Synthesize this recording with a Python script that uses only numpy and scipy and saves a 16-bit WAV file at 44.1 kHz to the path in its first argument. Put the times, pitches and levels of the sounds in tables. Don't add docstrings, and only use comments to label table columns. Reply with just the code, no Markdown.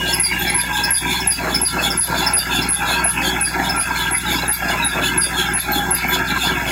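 import sys
import numpy as np
from scipy import signal
from scipy.fft import rfft, irfft, next_fast_len
from scipy.io import wavfile
from scipy.ndimage import uniform_filter1d

SR = 44100
rng = np.random.default_rng(int(sys.argv[2]) if len(sys.argv) > 2 else 0)


def digitize_waveform(pressure):
    field = np.atleast_2d(pressure).T
    bounded = np.clip(field, -1, 1)
    quanta = np.round(bounded * 32767).astype(np.int16)
    wavfile.write(sys.argv[1], SR, quanta)


N = 295911
TIME = np.arange(N) / SR

# multiple of the shaft rate, level/dB, share that follows the load
HUM_TONES = [(3, -34, 0.3), (6, -40.5, 0.4), (8, -38, 0.44), (9, -38, 0.64), (10, -48.5, 0.3),
             (11, -61.5, 0.3), (13, -40.5, 0.9), (15, -48, 0.9), (18, -40.5, 1)]
# f/Hz, level/dB
FAR_SPECTRUM = [(20, -9), (45, 0), (90, 30), (200, 21), (480, -19), (900, -17), (1700, 20), (3000, -35),
                (6000, -18), (15000, -53)]
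# f/Hz, level/dB
GRIT_SPECTRUM = [(3000, -49), (4500, -4), (5400, 12), (5850, -5.5), (6300, 12), (6900, 6.5), (7600, 9.5),
                 (8500, 0), (9600, -0.5), (11500, 2.5), (13500, 6.5), (15500, 3)]
# t/s, length/s, lull before it/dB, thudding/dB, tumbling/dB, grinding/dB
TRAY_PUSHES = [(0.0, 0.19, -8.0, -29.5, -29.5, -22.5), (0.333, 0.21, -5.5, -28, -30, -21.5),
               (0.689, 0.22, -3, -32, -29, -22.5), (1.044, 0.22, -8, -29.0, -28.5, -24.5),
               (1.395, 0.23, -5.5, -27.5, -30.5, -28), (1.754, 0.21, -5, -29, -30, -27),
               (2.111, 0.23, -6.5, -29.5, -26.5, -26.5), (2.496, 0.19, -5.5, -26, -29.5, -24),
               (2.822, 0.24, -5, -31.5, -26.5, -24), (3.176, 0.23, -4, -27, -28.5, -24.5),
               (3.557, 0.219, -4.5, -27, -25.0, -23.5), (3.888, 0.236, -3, -32, -29, -22.5),
               (4.281, 0.216, -3.5, -27, -28.0, -23), (4.639, 0.199, -7.5, -27.5, -25.5, -23),
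               (4.934, 0.25, -4.5, -27, -30, -23.5), (5.339, 0.24, -3, -31.0, -30.5, -24.5),
               (5.702, 0.21, -6, -25.5, -24.5, -23.0), (6.055, 0.33, -4.5, -28.5, -28, -21.5),
               (6.44, 0.34, -5.0, -25.5, -27.5, -22.5)]
# f/Hz, width/Hz, level/dB
HOPPER_MODES = [(119, 104, -7), (176, 140, -1.5), (256, 69, -0.5), (313, 21.5, -7), (366, 21.3, -1.5)]
CHUTE_MODES = [(530.5, 148, -11), (678, 62, -8), (771, 67, -5), (823, 53, -1), (944, 70.3, 2.5),
               (1019, 58, -6.5), (1069, 55, -19)]
TRAY_MODES = [(1610, 20.7, 2.5), (1677, 40.5, -1), (1750, 182, -4), (2044, 54, -6.5), (2233, 99, -0.5),
              (2384, 51, -8.5), (2590, 105, -2), (2755, 18, -8.5)]
LIP_MODES = [(1318, 51, -4), (1382, 21.5, -1.5), (1547, 124, -1)]
LINER_MODES = [(2960, 62, 3.5), (3353, 7.4, 4.5), (3448, 96, 10), (3532, 140, 4.5), (3840, 94, 1),
               (4030, 142, 3.5), (4210, 100, 4), (4456, 117, 2), (4777, 115, -17.5), (5005, 193, 0.5)]
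CHIP_MODES = [(6940, 520, 1), (10020, 1700, 1), (12600, 2200, -9.5)]
ROLLER_MODES = [(4844, 7.4, 9), (4727, 13, 11), (4850, 41, -2.5), (10847, 24, -13.5)]
# t/s, level/dB
MIC_FACING = [(0, -14.5), (1.1, -16), (1.8, -1.5), (3.7, -4.5), (6.7, -5.5)]
# middle t/s, length/s, level/dB
STONE_SPILLS = [(1.478, 0.13, -22.5), (1.798, 0.1, -24), (2.157, 0.057, -50), (2.897, .1, -29.5),
                (4.752, 0.1, -29), (4.993, 0.087, -22.5), (5.738, 0.083, -42)]
# middle t/s, f/Hz, level/dB, length/s
STONE_SQUEALS = [(.04, 2857, -23, 0.3), (.35, 2813, -22, .071), (.4, 13500, -20.5, 0.019),
                 (.58, 980, -23.5, 0.084), (.76, 843, -23, .17), (1.13, 3480, -28, .09),
                 (1.74, 1366, -26, 0.073), (1.81, 2590, -20, .063), (2.15, 929, -27.5, .14),
                 (2.28, 842, -25, 0.19), (2.55, 3574, -24, 0.11), (2.95, 2595, -22, .057),
                 (3.19, 2576, -19.5, 0.035), (3.27, 3250, -23, 0.078), (3.42, 2574, -22.5, 0.067),
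                 (3.77, 1356, -19, 0.049), (4.33, 12600, -28, 0.053), (4.54, 12700, -21, .025),
                 (4.8, 2570, -23, 0.064), (4.84, 3797, -18, 0.036), (5.06, 3450, -27, 0.034),
                 (5.226, 8780, -20.5, 0.037), (5.73, 13300, -18.5, 0.03), (5.74, 4150, -20.5, 0.025),
                 (6.1, 13700, -21, .04), (6.44, 3510, -22, 0.076)]
# middle t/s, length/s, level/dB
LINER_SCRAPES = [(0.099, 0.081, -23.5), (0.463, 0.152, -26.0), (0.783, 0.134, -24.0), (1.14, 0.133, -22.0),
                 (1.532, 0.066, -26.0), (1.859, 0.089, -20.5), (2.206, 0.109, -21.5), (2.57, 0.128, -22.0),
                 (2.928, 0.141, -22.5), (3.284, 0.106, -21.5), (3.665, 0.073, -25.5), (4.023, 0.138, -24.5),
                 (4.333, 0.178, -22.5), (4.715, 0.074, -26.0), (5.064, 0.095, -22.0), (5.407, 0.12, -21.5),
                 (5.779, 0.104, -24.0), (6.145, 0.081, -21.5), (6.3, 0.06, -23.5), (6.467, 0.159, -21.5),
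                 (6.7, 0.07, -27)]
# middle t/s, f/Hz, level/dB, length/s
EARLY_CATCHES = [(.149, 11120, -17.5, 0.021), (.504, 10620, -17.5, 0.013)]
# t/s, length/s, start f/Hz, end f/Hz, whistle/dB, chirp before/dB, chirp after/dB, jolt/dB
TRAY_TURNS = [(0.197, 0.067, 10960, 10950, -13, -18.5, -26, -50),
              (0.543, 0.074, 10970, 11160, -15.5, -27, -33.5, -31),
              (0.905, .082, 11240, 11030, -11, -17.5, -29, -32.5),
              (1.272, 0.055, 10980, 11160, -9.5, -24.5, -26.5, -50),
              (1.614, 0.066, 11060, 11000, -13.5, -14.5, -28.5, -33),
              (1.973, 0.077, 10950, 11540, -12.5, -19, -33, -36),
              (2.333, 0.06, 10730, 11480, -14, -17, -26, -31),
              (2.687, 0.068, 10940, 11240, -16, -23.5, -44, -34),
              (3.04, 0.072, 11030, 11130, -14.5, -47, -42, -52),
              (3.41, 0.059, 10900, 10850, -15, -53, -31.5, -58),
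              (3.762, 0.064, 10800, 10860, -25, -20.5, -34, -50),
              (4.109, 0.077, 10900, 11130, -20, -47, -39.5, -37),
              (4.479, 0.06, 10900, 12900, -14, -51, -37.5, -57),
              (4.846, 0.031, 10800, 10400, -16, -38, -39, -32),
              (5.175, 0.083, 11020, 10830, -14.5, -55, -29, -33.5),
              (5.535, 0.073, 10860, 11400, -16, -37, -47, -34),
              (5.907, 0.048, 11130, 12100, -13, -55, -34, -34.5)]

SHAFT_HZ, MOTOR_HZ, TOP_HZ = 20.35, 39, 15750
JOLT_DELAY_S = 0.096


def undb(db):
    return np.exp(np.asarray(db) * np.log(10) / 20)


def unit(x):
    return x / np.sqrt(np.mean(x ** 2) + 1e-18)


def even(x, seconds):
    return x / np.sqrt(uniform_filter1d(x ** 2, int(seconds * SR)) + 1e-9)


def walk(rate):
    step = max(int(SR / rate), 2)
    held = np.repeat(rng.standard_normal(N // step + 2), step)
    return unit(uniform_filter1d(held, step)[step // 2:step // 2 + N])


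def lumpy(rate):
    return np.tanh(walk(rate))


def curve(rows):
    return np.interp(TIME, *np.transpose(rows))


def bump(t, width):
    return np.exp(-(t / width) ** 2)


def phase(hz):
    return 2 * np.pi * np.cumsum(hz) / SR


def colour(x, spectrum):
    hz, db = np.transpose(spectrum)
    size = next_fast_len(N + 4096)
    f = np.fft.rfftfreq(size, 1 / SR) + 1
    gain = undb(np.interp(np.log(f), np.log(hz), db))
    return irfft(rfft(x, size) * gain, size)[:N]


def band(x, low_hz, high_hz):
    return signal.sosfilt(signal.butter(3, [low_hz, high_hz], "band", fs=SR, output="sos"), x + 1e-18)


def bay(x, fade_s, echo_db):
    t = TIME[:SR // 2]
    tail = rng.standard_normal(len(t)) * undb(-60 * t / fade_s) * (t > .003)
    return x + undb(echo_db) * signal.fftconvolve(x, tail / np.linalg.norm(tail))[:N]


def contacts(rate, spread_db):
    hit = rng.random(N) < rate / SR
    size = np.minimum(rng.standard_exponential(N), 4)
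    return hit * undb(spread_db * size)


def stroke_clock():
    turns = np.array(TRAY_TURNS)[:, 0]
    gap_s = 0.288
    turns = np.r_[turns[0] - gap_s, turns, turns[-1] + gap_s * np.arange(1, 3)]
    return TIME - turns[np.searchsorted(turns, TIME, side="right") - 1]


def drive(load_db):
    angle = phase(SHAFT_HZ * (1 + 0.0016 * walk(1.953)))
    hum = undb(-52) * np.sin(2 * np.pi * MOTOR_HZ * TIME)
    for multiple, db, share in HUM_TONES:
        gain = undb(db + share * (load_db + 1.8 * walk(18)))
        hum += gain * np.sin(multiple * angle + 2 * np.pi * rng.random() + 0.57 * share * walk(9))
    return np.sqrt(2) * hum


def far_machines():
    return undb(-43 + walk(2.3)) * unit(colour(rng.standard_normal(N), FAR_SPECTRUM))


def belt_grit(clock):
    dip = bump(clock - .03, .035)
    grains = contacts(9000, 1.8) * rng.standard_normal(N)
    return undb(-35.5 - 3.4 * dip + 0.28 * walk(23)) * unit(colour(grains, GRIT_SPECTRUM))


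def pushed(push_db, lull_scale):
    start, length, lull_db = np.array(TRAY_PUSHES).T[:3]
    stop = start + length
    before = lull_scale * np.minimum(lull_db, 0)
    after = np.r_[before[1:], before[-1]]
    rise_s, settle_s = .05, 0.032
    times = np.c_[start - rise_s, start, stop, stop + settle_s].ravel()
    levels = np.c_[push_db + before, push_db, push_db, push_db + after].ravel()
    return np.interp(TIME, np.maximum.accumulate(times), levels)


def load_levels(clock):
    start, _, _, thud_db, tumble_db, grind_db = np.array(TRAY_PUSHES).T
    surge = sum(bump(TIME - s - 0.022, 0.012) for s in start)
    surge_db = 2.5 * (surge - surge.mean())
    still_db = -3.5 * bump(clock - 0.085, 0.025)
    lumps = lumpy(22)
    return (pushed(thud_db, lull_scale=2.13) + still_db + 2.25 * lumps + 2.6 * lumpy(35),
            pushed(tumble_db, lull_scale=1.45) + still_db + surge_db + lumps + lumpy(20),
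            pushed(grind_db, lull_scale=1) + still_db / 2 + 1.2 * lumps + 1.9 * lumpy(9))


def ring(blows, modes, swell_db):
    out, hits = 0, np.flatnonzero(blows)
    shift_times = np.arange(0, 7, .06)
    for hz, width, db in modes:
        swell = np.interp(TIME[hits], shift_times, rng.standard_normal(len(shift_times)))
        landing = rng.standard_normal(4096)[hits % 4096]
        force = np.full(N, 1e-18)
        force[hits] = blows[hits] * landing * undb(swell_db * swell)
        peak = np.concatenate(signal.iirpeak(hz, hz / (1.81 * width), fs=SR))
        out = out + undb(db) * unit(signal.sosfilt([peak, peak], force))
    return unit(out)


def slips(modes, count, spread_db, decay_s, scatter):
    t = TIME[:SR // 8].astype(np.float32)
    shape = (1 - np.exp(-t / 0.00065)) * np.exp(-t / decay_s) * (1 - t / t[-1])
    sweep = 2 * np.pi * (t - 0.117 * t ** 2)
    when, which = rng.random((count, 2)).T
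    detune, size = rng.standard_normal((count, 2)).T
    hz, width, db = np.array(modes, float)[(which * len(modes)).astype(int)].T
    pitches = hz + scatter * width * detune
    gains = undb(db + spread_db * np.minimum(size, 2))
    out = np.zeros(N + len(t), np.float32)
    for at, pitch, gain in zip((when * N).astype(int), pitches, gains):
        out[at:at + len(t)] += float(gain) * shape * np.sin(float(pitch) * sweep)
    return unit(out[:N])


def stones(thud_db, tumble_db, grind_db):
    shaft_angle = 2 * np.pi * SHAFT_HZ * TIME
    shake = 1 + 0.075 * np.sin(shaft_angle) + 1.36 * np.sin(2 * shaft_angle)
    thud = band(ring(shake * contacts(400, 4.8), HOPPER_MODES, swell_db=3.3), 112, 406)
    tumble = ring(contacts(900, 4.3), CHUTE_MODES, swell_db=9.2)
    tumble += undb(-6) * slips(CHUTE_MODES, count=400, spread_db=7, decay_s=0.11, scatter=0.556)
    grind = ring(contacts(1100, 4), TRAY_MODES, swell_db=8.2)
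    grind += undb(-4) * slips(TRAY_MODES, count=750, spread_db=2, decay_s=0.23, scatter=0.543)
    lip = undb(curve(MIC_FACING)) * ring(contacts(900, 2.75), LIP_MODES, swell_db=0.97)
    return (undb(thud_db - 2.5) * even(thud, 0.059)
            + undb(tumble_db + 0.5) * even(tumble, 0.081)
            + undb(grind_db - 1) * (even(grind, 0.083) + lip))


def crunch(tumble_db):
    hits = contacts(1100, 3.9) * rng.standard_normal(N)
    cracks = even(band(bay(hits, fade_s=0.083, echo_db=1.1), 464, 1620), 0.047)
    spills = sum(undb(db) * bump(TIME - s, length / 2) for s, length, db in STONE_SPILLS)
    facing_db = curve(MIC_FACING)
    lull_db = np.minimum(tumble_db - np.median(tumble_db), 0)
    light = undb(-12.5 + tumble_db + lull_db + 0.52 * (facing_db - facing_db.mean()))
    return np.hypot(light, spills) * cracks


def chirps(rows, sink, rough, overtone_db):
    out, jitter = np.zeros(N), rough * walk(600)
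    for middle, hz, db, length in rows:
        on = np.flatnonzero(np.abs(TIME - middle) < length / 2)
        t = TIME[on] - middle
        angle = phase(hz * (1 - sink * t + jitter[on]))
        overtones = sum(np.sin(k * angle) for k in range(2, 5) if k * hz < TOP_HZ)
        shape = np.sin(np.pi * (t / length + .5) ** 0.62)
        out[on] += undb(db) * np.sqrt(2) * shape * (np.sin(angle) + undb(overtone_db) * overtones)
    return out


def squeals():
    pitches = 3423 + 61.1 * rng.standard_normal(len(LINER_SCRAPES))
    notes = [(s, hz, db, .8 * length) for (s, length, db), hz in zip(LINER_SCRAPES, pitches)]
    sung = chirps(notes, sink=0.723, rough=0.0215, overtone_db=-15)
    single = chirps(STONE_SQUEALS, sink=0.354, rough=0.015, overtone_db=-22.5)
    return undb(-3.5) * bay(sung + single, fade_s=0.27, echo_db=-1.1)


def scrape_level(clock):
    swells = sum(undb(db) * bump(TIME - s, length / 2) for s, length, db in LINER_SCRAPES)
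    jolts = sum(undb(db) * bump(TIME - s - JOLT_DELAY_S, 0.033) for s, *_, db in TRAY_TURNS)
    drag = undb(-35 - 20 * bump(clock - .025, 0.015))
    judder_db = 2.2 * lumpy(40)
    return 10 * np.log10(swells ** 2 + drag ** 2 + jolts ** 2) + judder_db


def scrape(clock):
    gain = undb(scrape_level(clock))
    mid_stroke = bump(clock - .22, 0.037)
    rasp = bay(ring(contacts(2400, 3.8), LINER_MODES, swell_db=11.7), fade_s=0.11, echo_db=0)
    rasp += undb(1) * slips(LINER_MODES, count=1400, spread_db=9, decay_s=0.019, scatter=0.697)
    grains = contacts(5000, 3) * rng.standard_normal(N)
    spray = unit(bay(colour(grains, GRIT_SPECTRUM), fade_s=0.11, echo_db=2.3))
    chips = slips(CHIP_MODES, count=5000, spread_db=4, decay_s=0.023, scatter=0.49)
    return gain * (undb(-2.5) * even(rasp, 0.044)
                   + (undb(-19.5) + undb(-13) * mid_stroke) * spray
                   + (undb(-15) + undb(-11.5) * mid_stroke) * even(chips, 0.088))


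def whistle():
    hz, gain, rough = np.full(N, 11000.), np.zeros(N), np.zeros(N)
    release_db = -18
    for start, length, start_hz, end_hz, start_db, *_ in TRAY_TURNS:
        low_hz = 10380 + 150 * rng.standard_normal()
        progress = (TIME - start) / length
        on = (progress > 0) & (progress < 1)
        progress = progress[on]
        hz[on] = np.interp(progress, [0, .62, .76, .94], [start_hz + 90, low_hz - 60, low_hz, end_hz])
        fade = np.clip(np.minimum(progress / 0.037, (1 - progress) / 0.014), 0, 1)
        gain[on] = undb(np.interp(progress, [.15, .42], [start_db, release_db])) * fade
        rough[on] = np.interp(progress, [.4, .7], [.35, 1])
    angle = phase(hz + rough * (130 * walk(1500) + 80 * walk(200)))
    sides = np.sin(angle - phase(850 + 90 * walk(400)))
    sides += undb(-1) * np.sin(angle - phase(1650 + 150 * walk(360)))
    return undb(1 + 3.3 * lumpy(220)) * gain * (np.sin(angle) + undb(-29) * rough ** 2 * sides)


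def roller():
    before = chirps([(s - .058, 5235, db, .026) for s, *_, db, _, _ in TRAY_TURNS],
                    sink=.6, rough=.025, overtone_db=-12.5)
    after = chirps([(s + 0.0619, 4850, db, .06) for s, *_, db, _ in TRAY_TURNS],
                   sink=0.92, rough=0.023, overtone_db=-9)
    jolt = chirps([(s + JOLT_DELAY_S, 3570, db - 0.5, .07) for s, *_, db in TRAY_TURNS],
                  sink=0.037, rough=.02, overtone_db=-22)
    rub = whistle() + before + undb(-1) * after + jolt
    rub += chirps(EARLY_CATCHES, sink=-4.1, rough=0.013, overtone_db=-30)
    ringing = sum(undb(db) * signal.lfilter(*signal.iirpeak(hz, hz / width, fs=SR), rub + 1e-18)
                  for hz, width, db in ROLLER_MODES)
    return bay(rub + ringing, fade_s=0.18, echo_db=-3.5)


def scene():
    clock = stroke_clock()
    thud_db, tumble_db, grind_db = load_levels(clock)
    feeder = stones(thud_db, tumble_db, grind_db) + crunch(tumble_db) + scrape(clock) + squeals()
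    load_db = thud_db - np.median(thud_db)
    return (feeder + roller() + drive(load_db) + belt_grit(clock) + far_machines())[None]


def record(dry):
    return signal.sosfilt(signal.ellip(10, .2, 70, TOP_HZ, fs=SR, output="sos"), dry)


dry = scene()
out = record(dry)
digitize_waveform(out)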